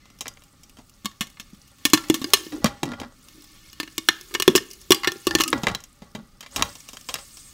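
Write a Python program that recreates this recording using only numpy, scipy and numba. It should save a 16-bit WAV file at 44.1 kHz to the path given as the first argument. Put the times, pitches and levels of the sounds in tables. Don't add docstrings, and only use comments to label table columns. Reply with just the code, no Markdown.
import sys
import numpy as np
from scipy import signal
from scipy.fft import rfft, irfft
from scipy.io import wavfile
from scipy.ndimage import uniform_filter1d
from numba import njit

SR = 44100
rng = np.random.default_rng(int(sys.argv[2]) if len(sys.argv) > 2 else 0)


def log_audio(samples):
    frames = np.atleast_2d(samples).T
    limited = np.clip(frames, -1, 1)
    pcm = np.round(limited * 32767).astype(np.int16)
    wavfile.write(sys.argv[1], SR, pcm)


N = 332071

# (frequency [Hz], density [dB per Hz])
HUM_COLOUR = [(12, -32.5), (20, 10), (252, -1.5), (505, -17), (1010, -32.5), (1200, -6), (1630, -22.5),
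              (5230, -23.5), (6190, -23), (7950, -32.5), (15500, -33.5)]
HUM_DB = -56.5
# (time [s], sizzle level [dB], spit level [dB])
OIL_LEVELS = [(0, -60.5, -70), (.27, -66, -62), (.55, -69, -65.5), (1.1, -65.5, -62), (1.76, -61, -62),
              (1.9, -52, -51.5), (2.45, -50, -45.5), (2.65, -58, -57), (2.85, -58.5, -65), (3.12, -67, -65),
              (3.3, -57.5, -54.5), (3.77, -57, -57.5), (4.3, -56, -50), (4.9, -59, -54), (5.47, -52, -45.5),
              (5.8, -65, -62.5), (6.46, -70, -67), (6.6, -43.5, -44), (6.8, -59.5, -55), (7.2, -57, -51),
              (7.53, -61, -52)]
# (lowest [Hz], highest [Hz], rate [droplets per s], level in the spit [dB])
SPIT_BANDS = [(4700, 6000, 27, -6.5), (6260, 7200, 160, -6.5), (7000, 9700, 130, -6.5),
              (8500, 11000, 90, -8.5), (10300, 21000, 60, -11)]
# (time [s], level [dB], held [s])
PAN_SHAKES = [(.27, -52, 0.022), (1.22, -57, .05), (1.89, -54, .5), (2.53, -50, .03), (2.63, -41, .07),
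              (2.85, -43, .07), (2.99, -43, .05), (5.05, -59, .02), (5.29, -41, .12), (5.54, -34, .03),
              (5.68, -33, .03), (6.03, -56, .03), (6.16, -54, .04), (6.57, -35.5, .07), (7.1, -51, .1)]
SHAKE_RISE_DB_PER_S, SHAKE_FALL_DB_PER_S, RESTING_DB = 700, 210, -69
TUMBLES_PER_S = 450
SCRAPE_DB = -3
# (time [s], resonance [Hz])
GAP_PITCH = [(0, 248), (.9, 250), (1.05, 212), (1.55, 203), (1.85, 293), (2.1, 317.4), (2.2, 244),
             (2.33, 398), (2.5, 304.5), (2.6, 290), (2.64, 217.5), (2.83, 320), (2.92, 237.5), (3.1, 235),
             (3.3, 302.4), (3.8, 303), (4.33, 372), (5.27, 356), (5.54, 294.6), (5.63, 195), (6.4, 210.2),
             (6.56, 265), (7.53, 249.6)]
GAP_T60_S = 0.046
BREATH_DB, BREATH_DB_PER_HZ, CLOSED_HZ = -70, 0.0696, 240
# (time [s], level [dB], held [s])
LID_PUFFS = [(2.11, -46, .1), (2.25, -44, .04), (2.35, -43, .08), (2.53, -30, .045), (2.66, -38, .03),
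             (2.84, -34, .06), (3.0, -45, .05), (3.36, -46, .02), (4.33, -43.5, .05), (5.1, -43, .03),
             (5.3, -40, .04), (5.47, -34, .05), (5.54, -29, .02), (6.17, -41, .04), (6.57, -52, .05)]
PUFF_RISE_DB_PER_S, PUFF_FALL_DB_PER_S = 1100, 300
# (time [s], level of the hiss before flutter [dB])
STEAM_LEVELS = [(0, -75), (.9, -71), (6.45, -75), (6.55, -51), (6.85, -59), (7.05, -58), (7.2, -50),
                (7.32, -55), (7.4, -51), (7.53, -55)]
# (time [s], frequency [Hz], starting peak [dB], t60 [s])
SINGING_MODES = [(.02, 2050, -60, 0.69), (.28, 4870, -47, 0.19), (1.057, 1108, -34.5, 0.17),
                 (4.311, 1210, -47, 0.23), (1.974, 1360, -32.5, 0.25), (2.243, 4870, -18.5, 0.03),
                 (2.644, 1113, -16.5, 0.1), (2.644, 1956, -32, 0.18), (2.918, 1402, -36.5, 0.22),
                 (4.919, 807, -41, 0.53), (4.946, 4770, -25, 0.1), (5.046, 796, -40, 0.42),
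                 (5.31, 812, -40, .3), (5.31, 1394, -38, .25), (5.40, 1140, -24, .12), (2.66, 812, -40, .5),
                 (5.046, 1391, -32.5, 0.36), (5.046, 1985, -22.5, 0.053), (5.289, 4660, -31, 0.042),
                 (5.459, 1256, -30.5, 0.2), (5.528, 1410, -36, 0.37), (5.749, 3266, -44, 0.13),
                 (5.749, 3970, -21.5, 0.046)]
# (frequency [Hz], weight before scatter [dB], t60 [s])
LID_MODES = [(1100, -4, .035), (1394, -8, .05), (1700, -6, .025), (2060, -5, .03), (2400, -4, .025),
             (2780, -6, .025), (3250, -3, .025), (3900, -3, .03), (4780, -3, .03), (5240, -2, .025),
             (5750, -3, .025), (6800, -8, .025), (7950, -10, .025)]
# (time [s], ring level [dB], gap thump level [dB], brightness [dB], burst t60 [s])
KNOCKS = [(.0555, -54.5, -66, -1, .04), (.1017, -56, -61, 7, .031), (.2084, -31, -48, 9.5, 0.06),
          (.2571, -43, -51, -18, .06), (.2685, -41.5, -49, -14, 0.029), (.2806, -34.5, -58, 12.5, 0.028),
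          (.3717, -54, -65, -14, 0.03), (.421, -54.5, -69, 0, .032), (.6335, -53.5, -65, 20, 0.05),
          (.77, -52, -59, 0, .09), (.7868, -53, -45, 1, .09), (2.5221, -42.5, -44, -6, 0.11),
          (2.644, -19.5, -15.5, 1.5, 0.02), (2.6579, -24, -33, -8, 0.086),
          (2.8316, -26.5, -21, -1.5, 0.033), (2.8545, -42, -32, 5, 0.043), (2.8899, -46, -38, -1, .04),
          (2.9181, -41.5, -33.5, -7, 0.035), (2.9349, -44.5, -40, -18, .054), (3.0001, -37, -37, 1, .042),
          (3.0152, -42.5, -32, -12, .05), (3.0327, -47, -39, -17, .044), (5.5288, -23, -26.5, -17, 0.033),
          (5.5805, -46, -49, 10, .035), (5.6339, -29.5, -26.5, -2, 0.06), (5.669, -23, -26.5, -21, 0.027),
          (5.6831, -28.5, -39, -8, 0.06), (5.6991, -39, -34, -16, .035), (5.715, -44, -40, 0, .04),
          (5.7488, -28, -40, 2, 0.026), (5.8042, -51, -58, 14, .047), (5.8387, -47, -59, 18, .035),
          (6.0204, -50.5, -39.5, -4, 0.082), (6.1499, -37.5, -34.5, -5.5, 0.065),
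          (6.4072, -39, -65, 6.5, .041), (6.4274, -43.5, -60, -4, .11), (6.4623, -44, -65, -9.5, 0.065),
          (6.5124, -58, -65, 18, .035), (6.5613, -24, -38, 7, 0.057), (6.5794, -36, -43, -8, 0.043),
          (6.595, -37, -36, -14, .049), (6.6116, -39, -30, -17, .028), (6.6237, -17, -44, -3, .02),
          (6.7534, -43.5, -53.5, 10, 0.057), (6.804, -52, -67, 25, .026), (6.8877, -40, -55, 8, .054),
          (6.9321, -43, -47.5, 11, 0.09), (6.9701, -39, -64, -0.5, 0.025), (7.0116, -52, -59, 19, .035),
          (7.0879, -29, -46, 2, .097), (7.1411, -26, -45, 10, 0.022), (7.155, -34, -53, -9, 0.056),
          (7.1861, -41, -56, 0, .049), (7.3708, -45, -68, 12, 0.043)]
LOW_RING_DB, CRACK_DB = -3.5, -4
BLOW_SAMPLES, RING_SAMPLES = 7000, 2600
# (frequency [Hz], weight before scatter [dB], t60 [s])
PAN_MODES = [(1135, -5, .05), (1800, -1, .055), (2165, -2, .05), (2240, -6, .035), (2430, -10, .03),
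             (2630, -8, .03), (2895, -1, .033), (3200, -6, .022), (3450, -3, .025), (3700, -6, .025),
             (4190, -3, .025), (4400, -3, .025), (4825, -2, .03), (5310, -4, .025), (5700, -4, .025),
             (6430, -9, .025), (7300, -11, .025), (7950, -11, .025)]
TICKS_PER_S, TICK_DB, TICK_SCATTER_DB, TICK_BURST_S = 2.5, -56, 2.5, .035
# (time [s], ring level [dB], gap thump level [dB], brightness [dB], burst t60 [s])
KERNEL_POPS = [(1.047, -41, -33, 0, 0.054), (1.0568, -25, -32.5, 2, 0.029), (1.114, -51, -61, 0, .04),
               (1.2086, -23.5, -28, -0.5, 0.082), (1.27, -47, -51, 4, .04), (1.3707, -55, -65, -19, .05),
               (1.3982, -35.5, -44.5, 1.5, 0.057), (1.5313, -70, -41, -9, .035),
               (1.8526, -12.5, -21.5, 2.5, 0.049), (1.8636, -35.5, -37, 8, .03),
               (1.9003, -37, -50, 10, .03), (1.9341, -8.5, -10.5, 5, 0.048), (1.9743, -27.5, -42, -7, .04),
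               (2.0395, -43, -53, -11, .035), (2.085, -47, -54, 17, .03), (2.0996, -20, -10, 0.5, 0.033),
               (2.1426, -23.5, -30.5, 5.5, .065), (2.2163, -34.5, -27.5, -1, 0.063),
               (2.2429, -30, -26, -1, 0.027), (2.3034, -43, -51, 4.5, .035),
               (2.3352, -6.5, -23.5, 7, 0.036), (2.3402, -27, -40.5, 15.5, .026),
               (2.3713, -36, -54.5, -3.5, 0.032), (2.4658, -44, -34.5, -1, .035),
               (3.2852, -49.5, -70, 10, .035), (3.4215, -51.5, -70, 13, .035), (3.7301, -45, -58, 8, 0.025),
               (3.8004, -24.5, -31.5, -3.5, 0.039), (3.831, -35, -38, -4, 0.032),
               (3.8763, -43.5, -45.5, -10, 0.031), (3.9804, -23, -30, 6, .016),
               (4.087, -11, -24.5, -6, 0.019), (4.2112, -44.5, -50, 18.5, 0.019),
               (4.31, -51, -47, -12, .05), (4.3407, -29, -39, 2.5, .035), (4.3494, -22, -28.5, -9, 0.031),
               (4.3997, -20.5, -27.5, 4.5, 0.023), (4.4225, -19, -39, 2, 0.022),
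               (4.4539, -48, -50.5, -9, .035), (4.4785, -12.5, -5.5, -2, .02), (4.5, -37, -34.5, 4, .031),
               (4.5158, -45, -34, -1, .038), (4.5522, -16, -12, 0, .042), (4.5595, -21, -34, 20, .06),
               (4.5779, -24, -37, -10, 0.032), (4.704, -52, -55, 16, .035), (4.713, -49, -58, 23.5, 0.032),
               (4.733, -51, -61, 25.5, .035), (4.815, -55, -70, 23, .04), (4.9059, -15, -9, 6, 0.029),
               (4.9195, -8.5, -28.5, 4, .036), (4.9462, -27, -41.5, 10, 0.022),
               (5.0337, -31, -49, -14, .03), (5.0454, -25, -55, -12, 0.034),
               (5.0734, -17.5, -21, -8, 0.044), (5.1193, -33, -36.5, 6, .015),
               (5.158, -48.5, -37, -2, .035), (5.252, -52, -58, 11, .03), (5.2692, -20.5, -16, 0, 0.044),
               (5.3095, -27, -31.5, -13, 0.013), (5.3511, -14.5, -15.5, 2, 0.024),
               (5.386, -26.5, -35, -3, .056), (5.4009, -25, -22, 0, .022), (5.4062, -16.5, -50, -2, 0.04),
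               (5.4168, -26.5, -47, 15, 0.028), (5.437, -22, -38, 6.5, .017), (5.4787, -28.5, -56, 14, .04)]
SPLASH_DB, SPLASH_T60_S = -34, .45
ROOM_T60_S, ROOM_TREBLE_T60_S, ROOM_DB = 0.34, 0.21, -20.5
TOP_HZ = 15650


def undb(db):
    return 10 ** (np.asarray(db) / 20)


def level(x, db):
    return x * undb(db) / np.sqrt(np.mean(x ** 2))


def unit(x, span=SR // 100):
    return x / np.std(x[:, :span], axis=1, keepdims=True)


def fade(t, t60):
    return np.exp(-np.log(1000) * t / t60)


def band(x, lo_hz, hi_hz):
    return signal.sosfilt(signal.butter(2, [lo_hz, hi_hz], "band", fs=SR, output="sos"), x)


@njit
def moving_band(x, hz, width):
    y, b, l = np.empty(len(x)), 0., 0.
    for i in range(len(x)):
        g, k = np.tan(np.pi * hz[i] / SR), width / hz[i]
        v = (b + g * (x[i] - l)) / (1 + g * (g + k))
        b, l, y[i] = 2 * v - b, l + 2 * g * v, k * v
    return y


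def curve(table):
    s, *columns = np.transpose(table)
    return [np.interp(np.arange(N) / SR, s, c) for c in columns]


def walk(rate):
    k = int(SR / rate)
    steps = np.repeat(rng.standard_normal(N // k + 1), k)
    return 1.3 * uniform_filter1d(uniform_filter1d(steps, k), k)[:N]


def bumps(rows, rise_db, fall_db, rest_db):
    t = np.arange(N) / SR
    coarse = t[::64]
    s, db, held = np.transpose(rows)[:, :, None]
    rise = rise_db * np.maximum(s - coarse, 0)
    fall = fall_db * np.maximum(coarse - s - held, 0)
    return np.maximum(np.interp(t, coarse, (db - rise - fall).max(axis=0)), rest_db)


def grains():
    return rng.standard_normal(N) * undb(1.7 * rng.exponential(size=N))


def kitchen():
    hz = np.fft.rfftfreq(N, 1 / SR)
    colour_hz, colour_db = np.array(HUM_COLOUR).T
    colour = np.interp(np.log(hz + 1), np.log(colour_hz), colour_db)
    hum = irfft(rfft(rng.standard_normal(N)) * undb(colour), N)
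    return level(hum, HUM_DB) * undb(0.81 * walk(5.6))


def sizzle():
    oil = grains()
    air = sum(undb(.4 * db) * band(oil, hz - 45, hz + 45) for hz, db, _ in PAN_MODES)
    oil = level(air, -2) + level(band(oil, 1300, 6000), -4)
    oil = oil * undb(1.5 * walk(30))
    oil_db = curve(OIL_LEVELS)[0]
    return oil * np.sqrt(undb(2 * oil_db) + splash())


def spitting():
    bed, droplets = grains(), grains()
    spit = level(band(bed, 3400, 7400), -4.0) + level(band(bed, 9000, 21000), -2.1)
    for lo_hz, hi_hz, rate, db in SPIT_BANDS:
        drops = (rng.random(N) < rate / SR) * undb(2.5 * rng.exponential(size=N))
        drops = signal.fftconvolve(drops, fade(np.arange(SR // 20) / SR, 0.016))[:N]
        spit = spit + level(band(droplets * drops, lo_hz, hi_hz), db)
    spit_db = curve(OIL_LEVELS)[1]
    return level(spit, 0) * np.sqrt(undb(2 * spit_db) + 0.73 * splash())


def rattle():
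    tumbles = (rng.random(N) < TUMBLES_PER_S / SR) * undb(1.5 * rng.exponential(size=N))
    knocks = grains() * (.12 + tumbles)
    kernels = level(band(knocks, 350, 1300), -4) + level(band(knocks, 1800, 4500), -12)
    for hz in (570, 812, 1120, 1394, 1951):
        kernels = kernels + level(band(knocks, hz - 16, hz + 16), -11)
    kernels = kernels * undb(2.5 * walk(60))
    scrape = level(band(grains(), 30, 170), SCRAPE_DB)
    shake_db = bumps(PAN_SHAKES, SHAKE_RISE_DB_PER_S, SHAKE_FALL_DB_PER_S, RESTING_DB)
    return (level(kernels, 0) + scrape) * undb(shake_db)


def breath(gap_hz):
    murmur_db = BREATH_DB + BREATH_DB_PER_HZ * (gap_hz - CLOSED_HZ)
    breath_db = bumps(LID_PUFFS, PUFF_RISE_DB_PER_S, PUFF_FALL_DB_PER_S, murmur_db)
    air = moving_band(moving_band(rng.standard_normal(N), gap_hz, 50.), gap_hz, 90.)
    return level(air, 0) * undb(breath_db)


def steam():
    noise, hiss = rng.standard_normal(N), np.zeros(N)
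    # (lowest [Hz], highest [Hz], level [dB])
    for lo_hz, hi_hz, db in [(4700, 5800, -7), (6400, 7000, -7), (7300, 8900, 0)]:
        hiss = hiss + level(band(noise, lo_hz, hi_hz), db) * undb(3 * walk(45))
    return undb(curve(STEAM_LEVELS)[0]) * hiss


def pings():
    out, t = np.zeros(N + SR), np.arange(SR) / SR
    for s, hz, db, t60 in SINGING_MODES:
        start = int(s * SR)
        out[start:start + SR] += undb(db) * fade(t, t60) * np.sin(2 * np.pi * hz * t)
    return out[:N]


def hits(events, modes, gap_hz, broad_db, treble_db, knock_db, rumble_db):
    out, t = np.zeros(N + BLOW_SAMPLES), np.arange(BLOW_SAMPLES) / SR
    hz, db, t60 = np.transpose(modes)[:, :, None]
    s, ring_db, thump_db, bright_db, burst_s = np.transpose(events)[:, :, None]
    start, burst_s = (s[:, 0] * SR).astype(int), np.clip(burst_s, .004, .15)
    noise = rng.standard_normal((4, len(s), BLOW_SAMPLES))
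    place = rng.standard_normal((len(s), 2, len(modes), 1))

    snap = fade(t, burst_s) + 1.2 * fade(t, 0.003)
    burst = snap * noise[0]

    weight, short = undb(db + 3.5 * place[:, 0]), t[:RING_SAMPLES]
    mode_hz = hz * (1 + .006 * place[:, 1])
    shape = np.sum(weight * fade(short, t60) * np.sin(2 * np.pi * mode_hz * short), axis=1)
    ring = unit(signal.fftconvolve(burst, shape, axes=1)[:, :BLOW_SAMPLES])
    ring = ring + undb(broad_db) * unit(burst)
    ring = ring - .6 * band(ring, 1250, 1700)
    low_ring = band(band(ring, 1050, 2600), 1000, 2700)

    treble = band(unit(snap * noise[1]), 6300, 15800)
    crack = band(ring, 4700, 7000) + undb(treble_db) * treble
    gap_tone = np.sin(-2 * np.pi * gap_hz[start, None] * t)
    thump = fade(t, GAP_T60_S) * (1 - np.exp(-t / 0.0011)) * gap_tone
    thump = thump + band(noise[1] * fade(t, .1), 210, 320)
    knock = band(noise[2] * fade(t, 1.2 * burst_s), 400, 880)
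    rumble = band(noise[3] * fade(t, .08), 95, 190)

    low_db = ring_db + LOW_RING_DB - bright_db / 2
    blows = unit(rumble, SR // 50) * undb(thump_db + rumble_db)
    blows = blows + unit(thump) * undb(thump_db)
    blows = blows + unit(knock) * undb((thump_db + low_db) / 2 + knock_db)
    blows = blows + unit(low_ring) * undb(low_db)
    blows = blows + unit(band(ring, 2500, 5200)) * undb(ring_db)
    blows = blows + unit(crack) * undb(ring_db + CRACK_DB + bright_db / 2)
    for i, blow in zip(start, blows):
        out[i:i + BLOW_SAMPLES] += blow
    return out[:N]


def clatter(gap_hz):
    return hits(KNOCKS, LID_MODES, gap_hz, broad_db=8, treble_db=-5, knock_db=-.8, rumble_db=-10)


def ticks(gap_hz):
    when, size, bright = rng.random((int(TICKS_PER_S * N / SR), 3)).T
    db = TICK_DB + TICK_SCATTER_DB * 2 * (size - .5)
    events = np.transpose([when * N / SR, db, db - 9, 25 * bright - 5, TICK_BURST_S + 0 * db])
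    return hits(events, PAN_MODES, gap_hz, broad_db=3, treble_db=-3, knock_db=-9, rumble_db=-9)


def pops(gap_hz):
    return hits(KERNEL_POPS, PAN_MODES, gap_hz, broad_db=2.5, treble_db=-7, knock_db=-17, rumble_db=-22)


def splash():
    kick, t = np.zeros(N), np.arange(SR) / SR
    s, ring_db = np.array(KERNEL_POPS)[:, :2].T
    np.add.at(kick, (s * SR).astype(int), undb(ring_db + SPLASH_DB) ** 2)
    return np.abs(signal.fftconvolve(kick, fade(t, SPLASH_T60_S) ** 2)[:N])


def room(x):
    t = np.arange(SR // 2) / SR
    noise = rng.standard_normal((2, len(t)))
    tail = band(noise[0], 140, 3000) * fade(t, ROOM_T60_S)
    tail = tail + band(noise[1], 3000, 13000) * fade(t, ROOM_TREBLE_T60_S)
    tail = tail * (1 - np.exp(-t / 0.0031))
    return undb(ROOM_DB) * signal.fftconvolve(x, tail / np.sqrt(np.sum(tail ** 2)))[:N]


def scene():
    gap_hz, = curve(GAP_PITCH)
    background = kitchen() + sizzle() + spitting() + rattle() + breath(gap_hz) + steam()
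    blows = pings() + clatter(gap_hz) + ticks(gap_hz) + pops(gap_hz)
    return (background + blows + room(blows))[None]


def record(dry):
    return signal.sosfilt(signal.ellip(8, .2, 60, TOP_HZ, fs=SR, output="sos"), np.clip(dry, -1, 1))


dry = scene()
out = record(dry)
log_audio(out)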